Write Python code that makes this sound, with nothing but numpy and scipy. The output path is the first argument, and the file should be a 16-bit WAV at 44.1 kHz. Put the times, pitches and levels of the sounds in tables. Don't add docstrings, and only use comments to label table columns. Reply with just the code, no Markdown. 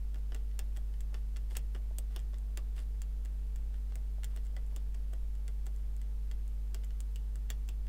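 import sys
import numpy as np
from scipy import signal
from scipy.fft import rfft, irfft
from scipy.io import wavfile
from scipy.ndimage import uniform_filter1d

SR = 44100
rng = np.random.default_rng(int(sys.argv[2]) if len(sys.argv) > 2 else 0)


def waveform_to_disk(signal):
    frames = np.transpose(np.atleast_2d(signal))
    scaled = np.clip(frames, -1, 1) * 32767
    samples = np.round(scaled).astype(np.int16)
    wavfile.write(sys.argv[1], SR, samples)


def boost_factor(decibels):
    exponent = np.asarray(decibels, float) / 20
    return 10 ** exponent


N = 347508

# pitch_hz, level_db, t60_s
BOARD_MODES = [(370, -7, .025), (420, -1, .028), (510, -2, .028), (630, 0, .03), (770, -5, .025),
               (1115, -6, .022)]
SHANK_MODES = [(1510, 1, 0.03), (1780, 1, 0.036), (2028, 1, 0.04), (2365, -21, 0.09)]
NECK_MODES = [(2850, 6, .015), (3165, 4, .012), (3408, 4.5, .012), (3790, -4, .008), (4560, 0, .012),
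              (5200, 0, .01)]
TIP_MODES = [(6640, -9, .008), (7300, -1, .005), (7800, 4, .007), (8300, 1, .006), (9220, -4, .006)]
EDGE_MODES = [(9500, 3, .006), (10800, -2, .005), (11900, 2, .006), (13000, -1, .005), (14400, 0, .005),
              (15600, -3, .004)]


def floor():
    # pitch_hz, level_db (per Hz)
    rumble = [(3, -58.5), (10, -60), (26, -61), (33, -80), (62, -83), (90, -85.5), (125, -89)]
    # pitch_hz, level_db (per Hz)
    hiss = [(200, -93.5), (600, -99.5), (1000, -105), (2500, -109), (6000, -113), (15400, -114.5),
            (16000, -124)]
    hz, level_db = np.transpose(np.vstack([rumble, hiss]))
    bins = np.fft.rfftfreq(N, 1 / SR) + 1e-3
    gain = boost_factor(np.interp(np.log(bins), np.log(hz), level_db, left=-120)) * np.sqrt(SR / 2)
    return irfft(rfft(rng.standard_normal(N)) * gain, N)


def hum():
    # multiple, level_db (rms)
    overtones = [(1, -36), (2, -73.5), (3, -62), (5, -70), (7, -84), (9, -75), (11, -96), (17, -83.5)]
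    mains_hz = 50.09
    turn = 2 * np.pi * mains_hz * np.arange(N) / SR
    return sum(np.sqrt(2) * boost_factor(db) * np.sin(k * turn + (k - 1) ** 2) for k, db in overtones)


def jolts():
    # start_s, peak_db
    pushes = [(0.147, -54), (.32, -53), (0.766, -49), (0.941, -58), (1.16, -66), (1.366, -54), (1.562, -44),
              (1.749, -57), (1.985, -60), (2.177, -47), (2.948, -51), (3.551, -51), (3.958, -47),
              (4.233, -47), (4.723, -57), (5.137, -54), (5.472, -51), (6.744, -57), (7.001, -72),
              (7.153, -47), (7.347, -50), (7.497, -50), (7.684, -49), (7.859, -50), (6.849, -58)]
    start_hz, end_hz, glide_s = 98.7, 140.5, .045
    attack_s, t60_s = .012, .2
    age = np.arange(8000) / SR
    hz = end_hz - (end_hz - start_hz) * np.exp(-age / glide_s)
    shape = (1 - np.exp(-age / attack_s)) ** 2 * boost_factor(-60 * age / t60_s)
    shape = shape / shape.max()
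    out = np.zeros(N + len(age))
    for start_s, peak_db in pushes:
        spot = rng.normal(1, .03)
        tone = np.sin(2 * np.pi * np.cumsum(hz * spot) / SR)
        start = int(start_s * SR)
        out[start:start + len(age)] += boost_factor(peak_db - 6.0) * shape * tone
    return out[:N]


def contact(count, length_ms):
    age_ms = np.arange(256) / SR * 1000
    swell = age_ms * np.exp(-age_ms / length_ms)
    force = rng.standard_normal((count, len(age_ms)))
    for turn in range(4):
        spectrum = rfft(force * swell)
        force = irfft(spectrum / np.abs(spectrum + 1e-12)) / (swell + .15 * swell.max())
    force = force * swell
    return force / np.sqrt(np.sum(force ** 2, axis=1, keepdims=True))


def nook(force, echo_db, t60):
    age = np.arange(3000) / SR
    build = np.clip(age / .005, 0, 1) ** 2
    echoes = rng.standard_normal((len(force), len(age))) * boost_factor(echo_db - 60 * age / t60) * build
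    return echoes + np.pad(force, ((0, 0), (0, len(age) - force.shape[1])))


def strike(modes, times, peak_db, rattle, crack_db, spread_db=3.0, size=3000):
    age = np.arange(size) / SR
    hz, mode_db, t60 = np.transpose(modes)[:, :, None]
    grip = 1 + .035 * rng.standard_normal((len(times), len(modes), 1))
    share = boost_factor(mode_db + spread_db * rng.standard_normal(grip.shape))
    ringing = boost_factor(-60 * age / t60) * np.sin(2 * np.pi * hz * grip * age)
    body = np.sum(share * ringing, axis=1)
    edges_hz = [.85 * hz.min(), 1.1 * hz.max()]
    crack = signal.sosfilt(signal.butter(3, edges_hz, "band", fs=SR, output="sos"), age == 0)
    body = body + boost_factor(crack_db) * crack / crack.max()
    blows = signal.fftconvolve(rattle, body, axes=1)[:, :size]
    blows = blows * (boost_factor(peak_db) / np.max(np.abs(blows), axis=1))[:, None]
    out = np.zeros(N + size)
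    np.add.at(out, np.round(times * SR).astype(int)[:, None] + np.arange(size), blows)
    return out[:N]


def touches():
    # start_s, peak_db
    dull_touches = [
        (1.7569, -51),
        (1.908, -51.5),
        (3.4, -72),
        (3.9179, -55),
        (4.18, -53),
        (4.335, -59),
        (4.5, -68),
        (4.536, -58),
        (4.7234, -52),
    ]
    s, peak_db = np.transpose(dull_touches)
    push = nook(contact(len(s), length_ms=2.1), echo_db=-40, t60=0.05)
    return strike(BOARD_MODES[:-1], s, peak_db, push, crack_db=4.5)


def ring(force, hz, t60):
    r, w = boost_factor(-60 / (t60 * SR)), 2 * np.pi * hz / SR
    return signal.lfilter([0, np.sin(w)], [1, -2 * r * np.cos(w), r * r], force + 1e-18)


def drags(grit_per_s=5000, uneven_db=3.0):
    # start_s, length_s, level_db, brightness_db
    strokes = [(0.304, 0.13, -71, -9), (0.754, 0.03, -66, 2), (1.138, 0.059, -63, -6),
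               (1.5, 0.096, -65.5, 4.5), (1.735, .05, -73, 1), (2.107, .12, -62, -10),
               (2.757, 0.083, -58.5, -3), (3.736, 0.051, -64, -11), (3.894, 0.055, -68, -11),
               (4.3, 0.11, -66, -8), (4.437, 0.037, -74, 8), (4.705, 0.11, -69, -5), (5.737, .05, -78, 9),
               (6.814, 0.077, -74, -1)]
    time, dull, bright = np.arange(N) / SR, np.zeros(N), np.zeros(N)
    for start_s, length_s, db, bright_db in strokes:
        span = [start_s, start_s + length_s]
        level_db = db - 7 * np.array([-.5, .5])
        dull += np.interp(time, span, boost_factor(level_db), left=0, right=0)
        bright += np.interp(time, span, boost_factor(level_db + bright_db), left=0, right=0)
    grains = rng.random(N) < grit_per_s / SR
    heights = boost_factor(uneven_db * np.minimum(rng.exponential(1, N), 4))
    grit = grains * heights * rng.choice([-1, 1], N)
    low_modes = np.vstack([BOARD_MODES, SHANK_MODES, NECK_MODES])
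    high_modes = np.vstack([NECK_MODES[-2:], TIP_MODES, EDGE_MODES[:2]])
    low = sum(boost_factor(db) * ring(grit, hz, 0.17 * t60) for hz, db, t60 in low_modes)
    high = sum(boost_factor(db) * ring(grit, hz, 0.2 * t60) for hz, db, t60 in high_modes)
    scrape = uniform_filter1d(dull, size=300) * low / np.std(low)
    hiss = uniform_filter1d(bright, size=300) * high / np.std(high)
    return (scrape + hiss) * boost_factor(-8.5)


def contacts():
    # start_s, neck_peak_db, tip_db, shank_db, board_db
    snap_events = [(.346, -40.5, -3, -9, -1), (0.591, -35.5, 1, -9, -5.5), (0.7704, -48.5, 2, -3, 4),
                   (1.006, -49, 4.5, -8, -19), (1.1429, -40.5, -9.5, -6.5, -1.5), (1.3675, -46, -1, -8, -1),
                   (1.5682, -33.5, 4, -17, -11), (1.9843, -43, 11.5, -26, 0), (2.1617, -35, -4.5, -18, -3),
                   (2.5735, -39, 3, -6, 3), (3.018, -44.5, 5, -8, -8), (3.955, -52, 10, 2, 6.5),
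                   (4.2433, -41, 5, -3.5, -25), (4.3623, -50, 5, -3, 4.5), (4.565, -45, -5.5, 0, 2.5),
                   (4.762, -43.5, 3, -17, 2.5), (5.4796, -46, 0, -3, -3), (5.6657, -47.5, 2.5, -2.5, 2),
                   (6.313, -44, -3.5, -6, -4.5), (6.7448, -38, -1, -10, -3.5), (7.004, -52, 12, -17, -9),
                   (7.1586, -42.5, -0.5, -21, -23), (7.5021, -32, -1, -8.5, -6),
                   (7.6884, -39, -4, -30, -6.5)]
    # start_s, neck_peak_db, tip_db, board_db
    slip_events = [(0.1438, -47.5, -3.5, -9), (0.1573, -52, -6, 6), (0.3201, -46, -18, 4.5),
                   (0.3243, -56, -18, 3), (.7643, -47, -7, -14), (1.127, -69, -10, 23),
                   (1.3614, -43.5, -21, -20), (1.509, -48.5, -13, -13), (1.5166, -54, -8, 11),
                   (1.5531, -39, -11, -24), (1.565, -39, -11, -0.5), (1.7482, -45.5, -7, 5),
                   (1.752, -44.5, -12, 4.5), (1.7614, -51, -7, 9.5), (2.1698, -56, -11, -5),
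                   (2.192, -51.5, 0, -19), (2.333, -54, -11, 7.5), (2.342, -50, -13, -10),
                   (2.788, -49, -10, -11), (2.792, -48.5, -5, 3), (3.2497, -54.5, 5, 9),
                   (3.2563, -50, -1, -3), (3.5596, -48.5, 2, -6), (3.9215, -53, -20, 9),
                   (4.2337, -41, -8, -19), (4.3726, -47.5, -5, -1), (4.948, -51, -1, 3),
                   (5.1313, -61.5, 9, 22), (5.1354, -47.5, -1.5, 4.5), (7.3561, -50.5, 3.5, 2)]
    # start_s, neck_peak_db, tip_db
    graze_events = [(.1836, -60, -2), (0.3617, -50, -9), (.5131, -57, -15), (.939, -54, -9),
                    (1.5585, -48, -10), (2.1998, -65, 11), (2.384, -62, 9.5), (2.764, -55.5, 1),
                    (2.7795, -47, -15), (2.802, -60, 4), (3.742, -52.5, -15), (4.664, -72, 13),
                    (4.4509, -76, 21), (4.4584, -58, -5), (4.467, -56, 2), (4.944, -51, -3),
                    (5.3521, -59, 2), (5.6586, -63, 11), (5.7619, -71, 17.5), (5.965, -73, 22),
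                    (6.0154, -51.5, -1.5), (6.4779, -75, 22), (6.836, -50.5, -15), (6.8417, -56, 5),
                    (6.846, -57, 7.5), (6.906, -50, -15), (7.4936, -52, -20), (7.4974, -62, 6),
                    (7.679, -70, 18), (7.8677, -53, -5)]
    snaps = np.array([(s, db, db + tip, db + shank, db + board) for s, db, tip, shank, board in snap_events])
    rebounds = snaps + [.0045, -7, -12, -25, 0]
    first_knocks = snaps + [0, 0, 0, 0, -3]
    slips = [(s, db, db + tip, db - 5.5, db + board) for s, db, tip, board in slip_events]
    grazes = [(s, db, db + tip, db - 5, db - 30) for s, db, tip in graze_events]
    return np.vstack([first_knocks, rebounds, slips, grazes])


def picks():
    s, neck_db, tip_db, shank_db, board_db = contacts().T
    firm_db = -43
    edge_db = firm_db - 1 + 1.15 * (tip_db - firm_db)
    slip, knock = contact(len(s), length_ms=.6), contact(len(s), length_ms=1.3)
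    high = nook(slip, echo_db=-32.5, t60=0.064)
    low = nook(slip[::-1], echo_db=-30, t60=0.11)
    thud = nook(knock, echo_db=-26.0, t60=0.12)
    edge = strike(EDGE_MODES, s, edge_db, high, crack_db=9.0)
    tip = strike(TIP_MODES, s, tip_db + 1.6, high, crack_db=2.5)
    neck = strike(NECK_MODES, s, neck_db - 1.2, low, crack_db=3.5)
    shank = strike(SHANK_MODES, s, shank_db + 0.17, low, crack_db=10.5)
    board = strike(BOARD_MODES, s, board_db - 6.0, thud, crack_db=-7.0)
    return edge + tip + neck + shank + board


def scene():
    background = floor() + hum()
    tool = jolts() + touches() + drags() + picks()
    return (background + tool)[None]


def low_pass(x):
    return signal.sosfilt(signal.butter(12, 16810, fs=SR, output="sos"), x)


def record(dry):
    lowpass = signal.cheby2(10, 32, 16250, fs=SR, output="sos")
    mix = signal.sosfilt(lowpass, dry)
    return low_pass(mix)


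dry = scene()
out = record(dry)
waveform_to_disk(out)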